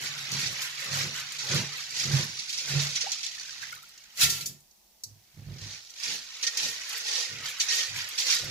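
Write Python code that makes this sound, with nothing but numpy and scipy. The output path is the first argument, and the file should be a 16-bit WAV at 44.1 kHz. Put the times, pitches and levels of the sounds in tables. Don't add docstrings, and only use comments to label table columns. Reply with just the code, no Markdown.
import sys
import numpy as np
from scipy import signal
from scipy.fft import rfft, irfft
from scipy.io import wavfile
from scipy.ndimage import uniform_filter1d, map_coordinates

SR = 44100
rng = np.random.default_rng(int(sys.argv[2]) if len(sys.argv) > 2 else 0)


def put_to_file(sound):
    columns = np.atleast_2d(sound).T
    safe = np.clip(columns, -1, 1)
    whole_steps = np.round(safe * 32767)
    wavfile.write(sys.argv[1], SR, whole_steps.astype(np.int16))


N = 374850
TIME = np.arange(N) / SR

# start in seconds, length in seconds,
# beans in dB, churned water in dB, deep slosh in dB, spray in dB.
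STROKES = [(0.345, 0.11, -32, -39, -47.5, -48.5), (0.94, 0.072, -31.5, -34.5, -41.5, -40.5),
           (1.51, 0.07, -30.5, -34.5, -39, -43.5), (1.985, 0.044, -30.5, -41, -50, -45),
           (2.13, 0.069, -31.5, -35, -42.5, -42), (2.69, 0.16, -34, -37, -46.5, -47),
           (5.62, 0.13, -43, -52.5, -58, -79), (6.04, 0.09, -33, -42, -54, -49.5),
           (6.6, 0.057, -30, -47, -49, -44.5), (7.08, 0.13, -30, -48, -47.5, -49.5),
           (7.715, 0.089, -29, -38, -52, -41.5), (8.29, 0.037, -24.5, -34.5, -47, -35.5)]
STROKE_RISE_DB_PER_S, STROKE_FALL_DB_PER_S = 205.5, 158.5
STROKE_PUSH_DB = 1.5
SLOSH_RISE_DB_PER_S, SLOSH_FALL_DB_PER_S = 136, 136
# start in seconds, length in seconds,
# water in dB, spray in dB.
BACKWASH = [(0.03, 0.039, -39, -44.5), (0.18, 0.18, -45.5, -51), (0.56, 0.04, -40, -59),
            (0.625, 0.032, -37, -44.5), (0.79, 0.073, -39, -50), (1.15, 0.049, -38, -47),
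            (1.3, 0.084, -48, -56), (1.74, 0.063, -41.5, -56), (2.51, .06, -55, -51),
            (2.96, 0.11, -42.5, -62), (3.62, 0.017, -45.5, -64), (6.43, 0.018, -41.5, -48),
            (6.9, 0.066, -39, -44.5), (7.45, 0.044, -38, -42.5), (7.603, 0.011, -44, -42),
            (7.96, 0.054, -36, -42), (8.19, 0.013, -53, -41), (8.44, 0.027, -57, -60)]
WASH_RISE_DB_PER_S, WASH_FALL_DB_PER_S = 389, 235
# time in seconds,
# beans in dB, water in dB.
SWIRL = [(0, -42.5, -39.5), (1.3, -41.5, -43), (1.85, -42, -44.5), (2.4, -41, -49), (2.9, -36, -50.5),
         (3.4, -41, -50), (3.7, -46, -47.5), (3.82, -54, -58), (4.13, -58, -58), (4.6, -88, -92.5),
         (5.2, -71.5, -74), (5.55, -59, -54.5), (5.88, -50.5, -72), (6.05, -52.5, -59), (6.35, -44, -49.5),
         (6.8, -41, -42.5), (7.0, -38.5, -47.5), (7.4, -44.5, -42), (8.5, -39.5, -43.5)]
# start in seconds, level in dB, length in seconds.
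SCUFFS = [(0.053, -35, 0.084), (0.459, -28.5, 0.038), (0.615, -28.5, 0.019), (1.384, -33, 0.14),
          (1.507, -29, 0.016), (1.963, -25, 0.012), (1.993, -26.5, 0.03), (2.387, -29.5, 0.038),
          (2.4904, -29, 0.036), (2.526, -30, 0.057), (2.573, -31.5, 0.11), (2.788, -28.5, 0.056),
          (2.952, -25, 0.051), (3.005, -27.5, 0.051), (3.118, -29.5, 0.051), (3.229, -31, 0.063),
          (3.2605, -24.5, 0.014), (3.616, -40, 0.043), (6.026, -31, 0.065), (6.425, -25, 0.051),
          (6.465, -23, 0.037), (6.569, -29, 0.077), (7.455, -27, 0.015), (7.597, -22, 0.061),
          (7.682, -27, 0.19), (8.176, -25, 0.13), (8.3, -20.5, 0.035)]
# start in seconds, level in dB, boost above 8 kHz in dB.
TICKS = [(0.3175, -26, 1), (0.619, -31, 4), (1.3216, -30, 5), (1.906, -31, -2), (3.1183, -19, -12),
         (3.7239, -36.5, 6), (3.75, -35.5, 4), (3.8265, -39.5, 13), (3.8884, -44, 21), (3.9774, -37.5, -13),
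         (4.037, -43, -7), (4.6044, -48, 11), (4.7105, -51, -13.5), (5.0363, -24.5, -1.5),
         (5.9034, -35.5, -8), (6.5733, -17.5, -6), (6.8926, -29, 18), (6.9764, -26.5, 19),
         (8.0886, -29.5, 27), (8.4435, -32, 18)]
# start in seconds, level in dB, bubble pitch in Hz.
DRIPS = [(0.5242, -45, 1160), (0.5923, -31, 2920), (2.9595, -33, 1910), (3.379, -39.5, 1740),
         (3.411, -43, 1530), (3.4844, -39.5, 1520), (3.6259, -30, 1620), (3.6367, -39.5, 1890),
         (3.691, -37.5, 1910), (3.6964, -38, 3280), (3.7245, -33, 1410), (3.7246, -42, 2080),
         (3.7435, -47, 1410), (3.7703, -44, 1200), (3.8292, -48, 1320)]
# centre in seconds, level in dB, pitch in Hz.
GULPS = [(3.037, -41, 573), (3.073, -39, 842)]
GULP_WIDTH_S, GULP_CLIMB_HZ_PER_S = 0.0096, 8600
# start in seconds, length in seconds, level in dB.
SLAPS = [(6.07, 0.087, -56.5), (6.63, 0.039, -53), (7.32, 0.11, -60.5), (7.76, 0.045, -58.5),
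         (8.29, 0.11, -58), (8.435, .06, -50.5)]
LIFT_S, LIFT_LENGTH_S = 5.5, .5
# start in seconds, level in dB, low cut in Hz.
TAPS = [(4.173, -31.5, 1800), (4.2117, -11.5, 1510), (4.231, -15, 900), (4.297, -16.5, 3800),
        (4.354, -41, 700), (4.408, -27.5, 1300), (4.458, -21, 4850)]
POUR_S, BULK_S, BULK_DB, TRICKLE_S, TRICKLE_DB = 4.212, 0.031, -20.5, 0.14, -33.5
POUR_RISE_DB_PER_S, BULK_FALL_DB_PER_S, TRICKLE_FALL_DB_PER_S = 500, 480, 144
# start in seconds, length in seconds, boom in dB, deep rumble in dB.
BOOMS = [(0, .24, -53, -70), (0.33, .05, -39.5, -56), (0.46, 0.042, -48, -43), (0.92, 0.14, -40, -45),
         (1.13, 0.12, -62, -59), (1.53, 0.063, -31, -62), (2.07, 0.13, -34, -40.5), (2.35, 0.035, -60, -73),
         (2.72, .12, -34.5, -48), (3.61, 0.16, -69, -67), (4.24, 0.045, -41, -41.5),
         (4.34, 0.18, -51.5, -57), (5.08, .06, -69, -52), (5.39, 0.024, -52, -42.5),
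         (5.48, 0.057, -43.5, -40), (5.62, 0.039, -64, -41), (6.09, .06, -64, -80), (6.64, 0.067, -59, -69),
         (7.32, .1, -53, -52), (7.915, .07, -62, -47), (8.44, 0.077, -46, -44)]
BOOM_RISE_DB_PER_S, BOOM_FALL_DB_PER_S = 480, 185
# start in seconds, level in dB, pitch of the answering panel in Hz.
BUMPS = [(1.538, -24, 141.4), (2.129, -18, 136), (2.749, -23, 142), (4.225, -39, 69.4), (5.388, -52, 80),
         (5.485, -47, 100)]

# frequency in Hz, level in dB.
BEAN_COLOUR = [(300, -46.5), (900, -36.5), (1600, -24), (2200, -11.5), (3200, -8), (4400, -4), (6000, -4),
               (7200, -10), (8200, -23), (11000, -23), (15500, -57)]
SPRAY_COLOUR = [(3000, -18), (7000, 9.5), (8500, -0.5), (11000, 2), (13000, 1.5), (15500, -8)]
WATER_COLOUR = [(500, -26.5), (1000, -11.5), (1400, -3), (2000, -1.5), (2800, -2.5), (4500, -6),
                (8000, -26.5)]
SLOSH_COLOUR = [(150, -19.5), (280, -30.5), (370, -3), (500, 1), (700, -0.5), (1000, 0.5), (1600, 3.5),
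                (4000, -51)]
TICK_COLOUR = [(500, -16), (2600, -27), (4000, 2), (6500, 10.5), (8500, -1.5), (12000, -3), (15500, -2.5)]
SLAP_COLOUR = [(80, -17), (150, -2.5), (260, -4.5), (370, -4.5), (460, 5), (560, -4), (700, -3),
               (1100, -36), (3000, -64)]
POUR_COLOUR = [(200, -28), (700, -18), (1200, -13.5), (2400, -4), (4500, -2), (7200, -2.5), (8400, -14),
               (10500, -8.5), (15500, -13)]
ROOM_COLOUR = [(18, -38), (30, 5), (69, -5.5), (102, -23), (216, -4), (274, -29.5), (320, -8.5),
               (437, -15.5), (662, -9.5), (837, -9), (1370, -20.5), (6040, -8.5), (8250, -15.5),
               (15000, -10.5)]
ROOM_DB = -61.5

# frequency in Hz, level in dB, t60 in seconds.
BOWL_MODES = [(396, -32, 0.057), (481, 3.5, 0.046), (691, -5, 0.14), (876, -3, 0.16), (1100, -4.5, 0.08),
              (1412, 4.5, 0.111), (1856, 16, 0.088), (2440, 6.5, 0.27), (3227, 8.5, 0.17)]
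BOWL_RING_DB = -16
# frequency in Hz, level in dB.
COLANDER_MODES = [(1375, 5.5), (1816, 9), (2100, -5.5), (2622, 10), (2859, -15.5), (3194, -3), (3962, -7),
                  (4417, 0), (4786, 3), (5399, 6.5), (5686, -4), (6272, -7), (7305, -8), (10830, 2),
                  (11307, -2), (12166, -7), (12660, 3), (13469, -5), (14032, 4), (14513, -8), (14821, -7)]
# frequency in Hz, level in dB, t60 in seconds.
SINK_MODES = [(141.8, -5, 0.4), (168.5, -19, .1), (214.5, -16.5, 0.19), (349, -7, 0.043), (463, -31, .16)]
BASIN_MODES = [(61, -1.5, 0.34), (102.8, 2.5, 0.24), (120, -8, .15)]
WALL_T60_S, ROOM_T60_S = .046, .28
# frequency in Hz, left minus right in dB.
SIDES = [(60, -4), (200, -6), (380, -2), (1300, -1), (2400, -2.5), (4400, -4), (5800, -5), (6700, -1),
         (7500, 8), (8600, 0.5), (11000, 2.5), (15000, -1)]
# frequency in Hz, correlation from 0 to 1.
ALIKE = [(60, 0.56), (150, 0.61), (300, 0.22), (640, 0.33), (1400, 0.25), (3100, 0.012), (7000, 0.00022)]
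EDGE_HZ = 15550


def beans(stroke, gain_db=-1, per_s=2200, clump_db=1):
    density_per_s = per_s * (.2 + evened(stroke))
    patter = steadied(clicks(density_per_s, 4), .025)
    contacts = stroke * patter * gain_of(gain_db + clump_db * wander(130)) + scuffs()
    freed = 0.52 + 0.66 * lifted()
    bowl_ring = gain_of(BOWL_RING_DB) * through(contacts * freed, ring(BOWL_MODES))
    return through(contacts, colour(BEAN_COLOUR)), bowl_ring


def scuffs(gain_db=-1):
    out, grit = np.zeros(N), steadied(clicks(9000, 2), .003)
    t = TIME[:SR // 5]
    for s, db, length_s in SCUFFS:
        shape = (1 - np.exp(-t / .002)) * np.exp(-(2 * t / length_s) ** 2)
        add(out, s, gain_of(db + gain_db) * shape)
    return out * grit


def motion(wash_beans_db=-3, swirl_spray_db=-15, wash_slosh_db=-20, swirl_slosh_db=-17):
    stroke = STROKE_RISE_DB_PER_S, STROKE_FALL_DB_PER_S, STROKE_PUSH_DB
    splash = WASH_RISE_DB_PER_S, WASH_FALL_DB_PER_S
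    s, *columns = np.transpose(SWIRL)
    drifting, swirling = (gain_of(np.interp(TIME, s, db)) for db in columns)
    wash = swells(BACKWASH, *splash, column=2)
    wash_spray = swells(BACKWASH, *splash, column=3)
    plunge = swells(STROKES, SLOSH_RISE_DB_PER_S, SLOSH_FALL_DB_PER_S, column=4)
    sliding = [swells(STROKES, *stroke, column=2), gain_of(wash_beans_db) * wash, drifting]
    spraying = [swells(STROKES, *stroke, column=5), wash_spray, gain_of(swirl_spray_db) * swirling]
    churning = [swells(STROKES, *stroke, column=3), wash, swirling]
    sloshing = [plunge, gain_of(wash_slosh_db) * wash, gain_of(swirl_slosh_db) * swirling]
    return np.linalg.norm([sliding, spraying, churning, sloshing], axis=1)


def lifted():
    return np.clip((TIME - LIFT_S) / LIFT_LENGTH_S, 0, 1)


def water(churning, sloshing, gain_db=-2, slosh_db=-2, cycles=3.24, splash=1.0, count=40):
    cloud = np.zeros(N)
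    births, size_class = clicks(3000, 2.5), rng.integers(0, count, N)
    for k, hz in enumerate(np.geomspace(280, 5000, count)):
        pop = unit(bubble(hz, cycles * rng.uniform(0.26, 2.47), 0.013))
        cloud += np.sqrt(hz) * through(births * (size_class == k), pop)[0]
    churn = evened(cloud) + splash * clicks(2500, 1.2)
    fine = steadied(through(churn, colour(WATER_COLOUR))[0], 0.029) * churning
    deep = steadied(through(churn, colour(SLOSH_COLOUR))[0], 0.037) * sloshing
    return gain_of(gain_db) * fine, gain_of(slosh_db) * deep


def bubble(hz, cycles, rise):
    age = TIME[:int(5 * cycles / hz * SR)] * hz / cycles
    tone = np.sin(2 * np.pi * cycles * (age + rise * age ** 2 / 2))
    return tone * np.exp(-age) * (1 - np.exp(-age * cycles))


def spray(flow, gain_db=-1, clump_db=3.5):
    crackle = steadied(clicks(2200, 4.5), .04)
    return through(crackle * flow * gain_of(gain_db + clump_db * wander(40)), colour(SPRAY_COLOUR))


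def ticks(gain_db=17, decay_s=0.0024):
    out, t = np.zeros(N), TIME[:SR // 50]
    for s, db, treble_db in TICKS:
        tone = colour([(hz, d + treble_db * (hz > 8000)) for hz, d in TICK_COLOUR])
        snap = unit(rng.standard_normal(len(t)) * np.exp(-t / decay_s))
        add(out, s, gain_of(db + gain_db) * np.convolve(snap, tone))
    return out


def drips(gain_db=4, cycles=10, rise=0.059):
    out, t = np.zeros(N), TIME[:SR // 100]
    for s, db, hz in DRIPS:
        splat = .6 * rng.standard_normal(len(t)) * np.exp(-t / .001)
        add(out, s, gain_of(db) * splat)
        add(out, s, gain_of(db + gain_db) * bubble(hz, cycles, rise))
    return out


def gulp(flutter_db=3, waver_hz=50):
    out, wobble = np.zeros(N), np.cumsum(waver_hz * wander(250)) / SR
    for s, db, hz in GULPS:
        t = TIME - s
        turns = hz * t + GULP_CLIMB_HZ_PER_S * t ** 2 / 2 + wobble
        out += gain_of(db) * np.exp(-(t / GULP_WIDTH_S) ** 2) * np.sin(2 * np.pi * turns)
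    return out * gain_of(flutter_db * wander(200))


def slaps(gain_db=0, rise_db_per_s=500, fall_db_per_s=200):
    lapping = steadied(through(clicks(1500, 2), colour(SLAP_COLOUR))[0], .04)
    return gain_of(gain_db) * lapping * swells(SLAPS, rise_db_per_s, fall_db_per_s, column=2)


def colander(gain_db=-1, tap_db=20, ring_db=-12, shimmer_db=-6, rattle_s=0.014, count=300, ring_t60_s=.17):
    blows = gain_of(gain_db) * pour() * steadied(clicks(2200, 5.4), 0.0048)
    t = TIME[:SR // 20]
    for s, db, low_hz in TAPS:
        burst = rng.standard_normal(len(t)) * np.exp(-t / rattle_s)
        high_pass = signal.butter(3, low_hz, "high", fs=SR, output="sos")
        add(blows, s, gain_of(db + tap_db) * unit(signal.sosfilt(high_pass, burst)))
    steel = ring([(hz, db, ring_t60_s) for hz, db in COLANDER_MODES])
    shimmer = ring([(hz, 0, ring_t60_s) for hz in rng.uniform(3000, 15500, count)])
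    shimmer = shimmer * (1 - np.exp(-TIME[:SR // 2] / 0.0046))
    clatter = through(blows, colour(POUR_COLOUR))
    return clatter, gain_of(shimmer_db) * through(clatter, shimmer) + gain_of(ring_db) * through(blows, steel)


def pour():
    bulk = swell(POUR_S, BULK_S, POUR_RISE_DB_PER_S, BULK_FALL_DB_PER_S)
    trickle = swell(POUR_S, TRICKLE_S, POUR_RISE_DB_PER_S, TRICKLE_FALL_DB_PER_S)
    return np.hypot(gain_of(BULK_DB) * bulk, gain_of(TRICKLE_DB) * trickle)


def sink_floor(sloshing, gain_db=-1, deep_db=-3, bump_db=0, push_s=0.019, slosh_db=-7):
    grain_colour = colour([(30, -19), (60, -5.0), (110, 1.5), (450, -6.0), (900, -11.5)])
    grain = through(clicks(900, 3.6), grain_colour)
    boom, rumble = (swells(BOOMS, BOOM_RISE_DB_PER_S, BOOM_FALL_DB_PER_S, column=k) for k in (2, 3))
    shaken = gain_of(slosh_db) * sloshing * (1 - lifted())
    out = np.hypot(gain_of(gain_db) * boom, shaken) * steadied(through(grain, ring(SINK_MODES))[0], 0.07)
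    out += gain_of(deep_db) * rumble * steadied(through(grain, ring(BASIN_MODES))[0], 0.057)
    t = TIME[:SR // 4]
    push = (t / push_s * np.exp(1 - t / push_s)) ** 2
    for s, db, hz in BUMPS:
        add(out, s, gain_of(db + bump_db) * push * np.sin(2 * np.pi * hz * t))
    return out


def basin(near_db=0, room_db=-7):
    t = TIME[:SR // 3]
    near, room = rng.standard_normal((2, 2, len(t))) * (t > .0006)
    near = unit(near * gain_of(-60 * t / WALL_T60_S))
    room = unit(room * gain_of(-60 * t / ROOM_T60_S))
    return gain_of(near_db) * near + gain_of(room_db) * room


def in_sink(x, moves_per_s, count, direct_db=-3):
    lag = 5 * wander(9)
    direct = np.array([map_coordinates(x, [np.arange(N) + side * lag], order=3) for side in (-1, 1)])
    place = np.array([wander(moves_per_s) for _ in range(count)])
    place /= np.linalg.norm(place, axis=0)
    reflected = sum(through(x * share, basin()) for share in place)
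    return (gain_of(direct_db) * direct + reflected) / np.sqrt(2)


def kitchen(gain_db=1):
    return gain_of(ROOM_DB + gain_db) * through(rng.standard_normal((2, N)), colour(ROOM_COLOUR))


def gain_of(db):
    return 10 ** (np.asarray(db) / 20)


def evened(x):
    return x / np.sqrt(np.mean(x ** 2) + 1e-20)


def unit(x):
    return x / np.linalg.norm(x, axis=-1, keepdims=True)


def steadied(x, seconds):
    return x / np.sqrt(abs(uniform_filter1d(x ** 2, size=int(seconds * SR))) + 1e-9)


def wander(per_s):
    return evened(np.interp(TIME * per_s, np.arange(N), rng.standard_normal(N)))


def clicks(per_s, spread_db):
    chance = np.clip(per_s / SR, 1e-5, 1)
    size = gain_of(spread_db * np.minimum(rng.exponential(1, N), 4)) * rng.choice([-1, 1], N)
    return evened(size * (rng.random(N) < chance) / np.sqrt(chance))


def swell(start_s, length_s, rise_db_per_s, fall_db_per_s, push_db=0, t=TIME):
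    early, late = np.maximum(start_s - t, 0), np.maximum(t - start_s - length_s, 0)
    push = push_db * (np.clip((t - start_s) / length_s, 0, 1) - .5)
    return gain_of(push - rise_db_per_s * early - fall_db_per_s * late)


def swells(table, *shape, column):
    t = TIME[::32]
    power = sum((gain_of(row[column]) * swell(row[0], row[1], *shape, t=t)) ** 2 for row in table)
    return np.interp(TIME, t, np.sqrt(power))


def read(points, hz):
    f, value = np.transpose(points)
    return np.interp(np.log(hz + 1), np.log(f + 1), value)


def colour(points, size=2048):
    log_gain = np.log(gain_of(read(points, abs(np.fft.fftfreq(size, 1 / SR)))))
    spectrum = np.exp(np.conj(signal.hilbert(log_gain)))
    return unit(np.fft.ifft(spectrum).real[:size // 2])


def ring(modes):
    t = TIME[:SR // 2]
    return unit(sum(gain_of(db - 60 * t / t60_s) * np.cos(2 * np.pi * hz * t) for hz, db, t60_s in modes))


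def through(x, response):
    return signal.oaconvolve(np.atleast_2d(x), np.atleast_2d(response), axes=1)[:, :N]


def add(mix, s, sound):
    part = mix[max(round(s * SR), 0):][:len(sound)]
    part += sound[:len(part)]


def scene(grains_db=2.0, tones_db=0.5):
    sliding, spraying, churning, sloshing = motion()
    patter, bowl_ring = beans(sliding)
    clatter, colander_ring = colander()
    bubbling, slosh = water(churning, sloshing)
    grains = (patter + clatter + spray(spraying) + bubbling + ticks())[0]
    tones = (bowl_ring + colander_ring + slosh + drips() + gulp() + slaps())[0]
    grains = gain_of(grains_db) * in_sink(grains, 130, count=7)
    tones = gain_of(tones_db) * in_sink(tones, 12, count=3)
    left, right = rfft(grains + tones + kitchen())
    turn = np.arcsin(np.clip(read(ALIKE, np.fft.rfftfreq(N, 1 / SR)), -1, 1)) / 2
    pair = [np.cos(turn) * left + np.sin(turn) * right, np.cos(turn) * right + np.sin(turn) * left]
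    return irfft(np.array(pair), N) + sink_floor(sloshing)


def record(dry):
    tilt_db = read(SIDES, np.fft.rfftfreq(N, 1 / SR)) / 2
    heard = irfft(rfft(dry) * gain_of([tilt_db, -tilt_db]), N)
    low_pass = signal.firwin(511, EDGE_HZ, window=("kaiser", 9), fs=SR)
    return signal.oaconvolve(heard, low_pass[None], "same")


dry = scene()
out = record(dry)
put_to_file(out)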